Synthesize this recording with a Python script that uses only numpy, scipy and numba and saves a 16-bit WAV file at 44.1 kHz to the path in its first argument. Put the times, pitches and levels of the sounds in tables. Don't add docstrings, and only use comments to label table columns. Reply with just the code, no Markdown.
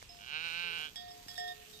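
import sys
import numpy as np
from scipy import signal
from scipy.fft import rfft, irfft
from scipy.io import wavfile
from scipy.ndimage import uniform_filter1d
from numba import njit

SR = 44100
rng = np.random.default_rng(int(sys.argv[2]) if len(sys.argv) > 2 else 0)


def wav_out(sig):
    wavfile.write(sys.argv[1], SR, np.round(np.clip(np.atleast_2d(sig).T, -1, 1) * 32767).astype(np.int16))


def magnitude_from_level(level_db):
    exponent = np.asarray(level_db, float) / 20
    return 10 ** exponent


N = 79380

# start in seconds, length in seconds.
MUFFLED = [
    (0.228, 0.03),
    (1.122, 0.0067),
    (1.215, .012),
    (1.323, 0.0048),
    (1.523, 0.032),
    (1.641, .05),
]
BELL_RISE_S = 0.002


@njit
def svf(x, hz, width):
    y, b, l = np.empty(len(x)), 0., 0.
    for i in range(len(x)):
        g, k = np.tan(np.pi * hz[i] / SR), width / hz[i]
        v = (b + g * (x[i] - l)) / (1 + g * (g + k))
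        b, l, y[i] = 2 * v - b, l + 2 * g * v, k * v
    return y


@njit
def ring(x, turn, fade):
    y, z = np.empty(len(x)), 0j
    for i in range(len(x)):
        z = z * turn * fade[i] + x[i]
        y[i] = z.imag
    return y


def band(x, hz, width):
    return svf(x + 1e-18, np.full(N, float(hz)), float(width))


def curve(table, hz):
    table = np.array(table)
    return magnitude_from_level(np.interp(np.log(hz + 1), np.log(table[:, 0]), table[:, 1]))


def walk(rate):
    k = int(SR / rate)
    steps = np.repeat(rng.standard_normal(N // k + 1), k)
    return 1.66 * uniform_filter1d(uniform_filter1d(steps, k), k)[:N]


def spikes(times, sizes):
    at, out = np.asarray(times) * SR, np.zeros(N + 9)
    near = np.floor(at)[:, None] + np.arange(-7, 9)
    away = near - at[:, None]
    shape = np.sinc(away) * np.cos(away * np.pi / 16) ** 2
    np.add.at(out, np.clip(near, 0, N).astype(int), np.asarray(sizes)[:, None] * shape)
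    return out[:N]


def ports(x, lead_s, shadow):
    hz = np.arange(N // 2 + 1) * SR / N
    left = irfft(rfft(x) * curve(shadow, hz) * np.exp(2j * np.pi * hz * lead_s), N)
    return np.array([left, x])


def hush(t):
    # frequency in Hz, level in dB per Hz.
    hush_left = [(40, -85), (170, -91.5), (600, -101), (1500, -104), (5500, -103), (8300, -99),
                 (10000, -110), (12500, -104)]
    hush_right = [(40, -85), (170, -91), (600, -101), (1200, -102), (3800, -92), (7000, -100), (8600, -122),
                  (12500, -103)]
    # time in seconds, level in dB.
    rustle = [
        (0, -2),
        (.5, 0),
        (.85, 2.5),
        (1.1, -0.5),
        (1.3, 2),
        (1.5, 1.5),
        (1.8, 1),
    ]
    shared_hz, straw_per_s, straw_db = 734, 280, 14.5 + 0.5
    spread_db, top_db, gust_db = 3, 9, 0.9

    count = int(straw_per_s * N / SR)
    swell, out = np.interp(t, *np.array(rustle).T), np.zeros((2, N))
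    gust = walk(20)
    common = rng.standard_normal(N)
    grid = np.arange(N // 2 + 1) * SR / N
    share = 1 / (1 + (grid / shared_hz) ** 2) * np.clip(grid / 120, 0, 1)
    for port, table in enumerate((hush_left, hush_right)):
        crackle_db = np.minimum(spread_db * rng.exponential(size=count), top_db)
        crackle = rng.choice([-1, 1], count) * magnitude_from_level(crackle_db)
        straw = spikes(rng.random(count) * N / SR, crackle) * magnitude_from_level(straw_db + .5 * swell)
        own = rfft(rng.standard_normal(N) + straw)
        mixed = np.sqrt(share) * rfft(common) + np.sqrt(1 - share) * own
        whole = mixed * curve(table, grid) * np.sqrt(SR / 2)
        for hz in 30 * 2 ** np.arange(0, 9.6, .5):
            part = np.cos(np.pi * np.clip(np.log2((grid + 1) / hz), -.5, .5)) ** 2
            drift_db = 1.02 * swell * min(hz / 6000, 1) + 1.83 * walk(9.16) + gust_db * gust * (hz > 3000)
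            out[port] += irfft(whole * part, N) * magnitude_from_level(drift_db)
    return out


def ticks():
    # time in seconds, peak in dB, centre in Hz, width in Hz.
    knocks = [(.018, -40, 2200, 500), (.027, -30.5, 900, 1510), (.028, -34.5, 5360, 2490),
              (.148, -42.5, 1100, 904), (.705, -45.5, 10980, 7000), (.98, -40, 897, 900),
              (1.108, -46, 1050, 383), (1.264, -42.5, 200, 300), (.958, -36, 2213, 1500),
              (.96, -47, 800, 250), (.795, -52, 720, 60), (1.085, -40, 1500, 2500),
              (1.284, -29, 1800, 3060), (1.285, -37, 11000, 5000), (1.379, -31, 2000, 3000),
              (1.38, -42, 6000, 5000), (1.733, -42, 3800, 1500), (.6, -56.5, 10100, 6000),
              (1.0, -57, 8600, 1500), (1.09, -57, 7000, 3000), (1.229, -42, 7000, 3500),
              (1.51, -58, 11500, 4000), (1.6, -53, 11000, 5000), (1.775, -46, 8200, 1980),
              (.854, -54, 301.6, 150), (1.652, -61.5, 3800, 890)]
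    out = np.zeros(N)
    for s, db, hz, width in knocks:
        click = spikes([s], [magnitude_from_level(db) * SR / width / 3])
        out += band(band(click, hz, width), hz, width)
    return out


def bell(t, modes, strikes, rise_s, muffled=()):
    fleece_t60_s, clapper_keep, clank_db = 0.1, 0.6, -1
    strikes = np.array(strikes)
    at = (strikes[:, 0] * SR).astype(int)
    fleece = sum((1. * (t > s) * (t < s + d) for s, d in muffled), 0 * t) / fleece_t60_s
    out = 0
    for hz, db, t60, group in modes:
        force = strikes[:, 1 + int(round(group))]
        turn = np.exp(2j * np.pi * hz / SR)
        blows = np.zeros(N)
        blows[at] = magnitude_from_level(db + force) * (force > -90)
        slow = np.exp(-1 / (SR * (0.00054 + rise_s * (700 / hz) ** 4)))
        push = signal.lfilter([1 - slow], [1, -slow * turn], blows + 1e-18)
        fade = np.exp(-np.log(1000) / SR * (1 / t60 + fleece))
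        fade = fade * np.where(blows > 0, clapper_keep, 1)
        out = out + ring(push, turn, fade)
    hits = spikes(strikes[:, 0], magnitude_from_level(strikes[:, 1:].max(axis=1) + clank_db))
    clank = signal.lfilter([1], [1, -np.exp(-1 / (0.0055 * SR))], hits)
    return out + band(clank * rng.standard_normal(N), 2700, 3940)



def big_bell(t):
    tones = [(426, 4.5, 1.27, 0), (437, -5, 0.69, 0), (1157, -5, 0.57, 0)]
    strikes = [
        (.628, -59.5),
        (1.07, -65),
        (1.382, -61),
        (1.51, -59),
        (1.67, -62),
    ]
    return bell(t, tones, strikes, 0.0021)


def small_bell(t):
    tones = [(3740, 7, 0.38, 0), (4596, -1, 0.18, 0), (3527, -23, .2, 0), (3878, -19, .2, 0)]
    strikes = [(1.732, -53.5)]
    return bell(t, tones, strikes, BELL_RISE_S)


def left_bell(t):
    tones = [(701, -0.5, 2.5, 0), (5180, 15, 0.28, 0), (5245, 7.5, 0.45, 0), (3420, 0, 0.41, 0),
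             (3880, 1, .4, 0), (6767, -8, 0.18, 0)]
    strikes = [(.092, -61)]
    return bell(t, tones, strikes, BELL_RISE_S, MUFFLED)


def neighbour_bell(t):
    tones = [(713, 7, 1.55, 0), (1843, 0, 1.2, 0), (4660, 2, 0.14, 0), (7715, -6.5, 0.11, 0)]
    strikes = [(.958, -50), (1.545, -61)]
    return bell(t, tones, strikes, 0.066, MUFFLED)


def main_bell(t):
    tones = [(715, 2.5, 2.1, 0.5), (1832, 0.5, 4.5, 0), (1860, 1.5, .12, 0.5), (3339, 3, 0.35, 1),
             (3366, -8, 0.25, 2), (2940, -8.5, 0.12, 3), (3673, 2.5, .45, 2), (3760, -10.5, 0.41, 2),
             (4760, -3.5, 0.61, 3), (5090, -2.5, 0.2, 3), (5250, 0, 0.38, 3), (5345, 5, 0.13, 3),
             (7200, -13, 0.22, 3), (7800, -13.5, 0.11, 3)]
    strikes = [(.958, -99, -40, -47, -47), (1.012, -99, -53, -51, -57), (1.051, -99, -59, -99, -99),
               (1.085, -99, -59, -56, -56), (1.108, -99, -55, -65, -52), (1.284, -53.5, -58, -53, -45),
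               (1.301, -99, -47.5, -56, -53.5), (1.355, -99, -99, -47, -53),
               (1.379, -41, -47.5, -50, -42.5), (1.398, -99, -42.5, -57.5, -44),
               (1.445, -99, -50, -50, -99), (1.478, -99, -50.5, -42.5, -52.5), (1.61, -64.5, -99, -99, -99),
               (1.733, -69, -99, -99, -99)]
    return bell(t, tones, strikes, BELL_RISE_S, MUFFLED)


def sheep(t):
    # time in seconds, pitch in Hz, level in dB, upper mouth resonance in Hz.
    bleat = [
        (.18, 95.5, -61, 2780),
        (.212, 101.6, -55, 2900),
        (.3, 142.3, -47, 2780),
        (0.359, 157.8, -40, 2640),
        (.44, 167.6, -41.5, 2630),
        (.635, 173.4, -41.5, 2650),
        (.772, 168.5, -42.5, 2750),
        (.862, 155.1, -45, 2960),
        (0.919, 112, -65, 3170),
    ]
    # frequency in Hz, width in Hz, level in dB, share that follows the mouth (0-1).
    throat = [(160, 130, -19, 0), (500, 143, -18.5, 0), (1100, 380, -11.5, 0), (1554, 117, 3, 0.08),
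              (2315, 292, -1, 0.4), (2698, 280, 4, 1.1), (3059, 350, -0.5, 0.84), (3800, 226, -3.5, 0.1),
              (4260, 320, -6.5, 0.1), (4710, 300, -18.5, 0.3), (5100, 590, -16.5, 0.2)]
    # time in seconds, pitch change in Hz, level change in dB, width in seconds.
    catches = [
        (.253, 0, -6, 0.0041),
        (0.391, -3, -3, 0.015),
        (.422, -1, -2.5, 0.011),
        (0.498, -5.5, -1.5, .022),
        (.53, -3, -2, 0.017),
        (.562, -2.5, -1, .012),
        (.68, -2, 0, 0.015),
        (0.716, -7, -1, 0.01136),
        (0.789, -17, 0.5, .011),
        (.823, -11, 1, 0.014),
    ]
    jitter, shimmer_db, breath_db = 0.0025, 0.5, -21
    mouth_rest_hz, bleat_db = 2696, 2.5
    upper_hz, upper_lag_s, brightest_s, fade_db_per_s = 3500, 0.0007, 0.49, 12
    ground_s, ground_db = 0.002115, -12.5

    s, pitch, db, mouth = np.array(bleat).T
    catch = np.array(catches)
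    slack = np.exp(-((t - catch[:, :1]) / catch[:, 3:]) ** 2)
    hz = np.interp(t, s, pitch) + catch[:, 1] @ slack
    phase = np.cumsum(hz) / SR
    k = np.arange(1, int(phase[-1]))
    chance = rng.standard_normal((2, len(k)))
    at = np.interp(k + jitter * chance[0], phase, t)
    pulses = spikes(at, magnitude_from_level(shimmer_db * chance[1])) * np.sqrt(SR / 165)
    puff = 2 * np.exp(-(phase % 1) / 0.65)
    source = pulses + magnitude_from_level(breath_db) * puff * rng.standard_normal(N)
    level = np.interp(t, s, db, -120, -120) + catch[:, 2] @ slack
    source = source * magnitude_from_level(level + bleat_db + 13.5)

    shift = np.interp(t, s, mouth) / mouth_rest_hz - 1
    out = np.zeros(N)
    for i, (f, width, gain_db, follow) in enumerate(throat):
        upper = f > upper_hz
        centre = f * (1 + follow * shift)
        late = np.roll(source, int(upper_lag_s * SR) * upper) + 1e-18
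        rung = svf(svf(late, centre, 1.59 * width), centre, 1.59 * width)
        fade_db = fade_db_per_s * np.abs(t - brightest_s) * upper
        out += (-1) ** i * magnitude_from_level(gain_db - fade_db) * rung
    return out + magnitude_from_level(ground_db) * np.roll(out, int(ground_s * SR))


def scene():
    # frequency in Hz, level in dB.
    voice_shadow = [(400, -1), (520, -14), (750, 12.5), (1300, -17.5), (1850, 0.5), (2300, -10.5),
                    (4500, -15), (8000, 1.5)]
    bell_shadow = [(430, -3), (715, 0), (1840, -9.5), (3400, -15), (5300, -12.5), (7700, 7)]
    t = np.arange(N) / SR
    bells = main_bell(t) + neighbour_bell(t) + big_bell(t) + small_bell(t)
    voice_side = ports(sheep(t) + left_bell(t), 0.00038, voice_shadow)
    bell_side = ports(bells + ticks(), 0.0004666, bell_shadow)
    return voice_side + bell_side + hush(t)


def top_cut(x):
    return signal.sosfilt(signal.butter(12, 14760, fs=SR, output="sos"), x)


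def record(dry):
    top_hz = 14250
    cut = signal.sosfilt(signal.ellip(10, .2, 60, top_hz, fs=SR, output="sos"), dry)
    return top_cut(cut)


dry = scene()
out = record(dry)
wav_out(out)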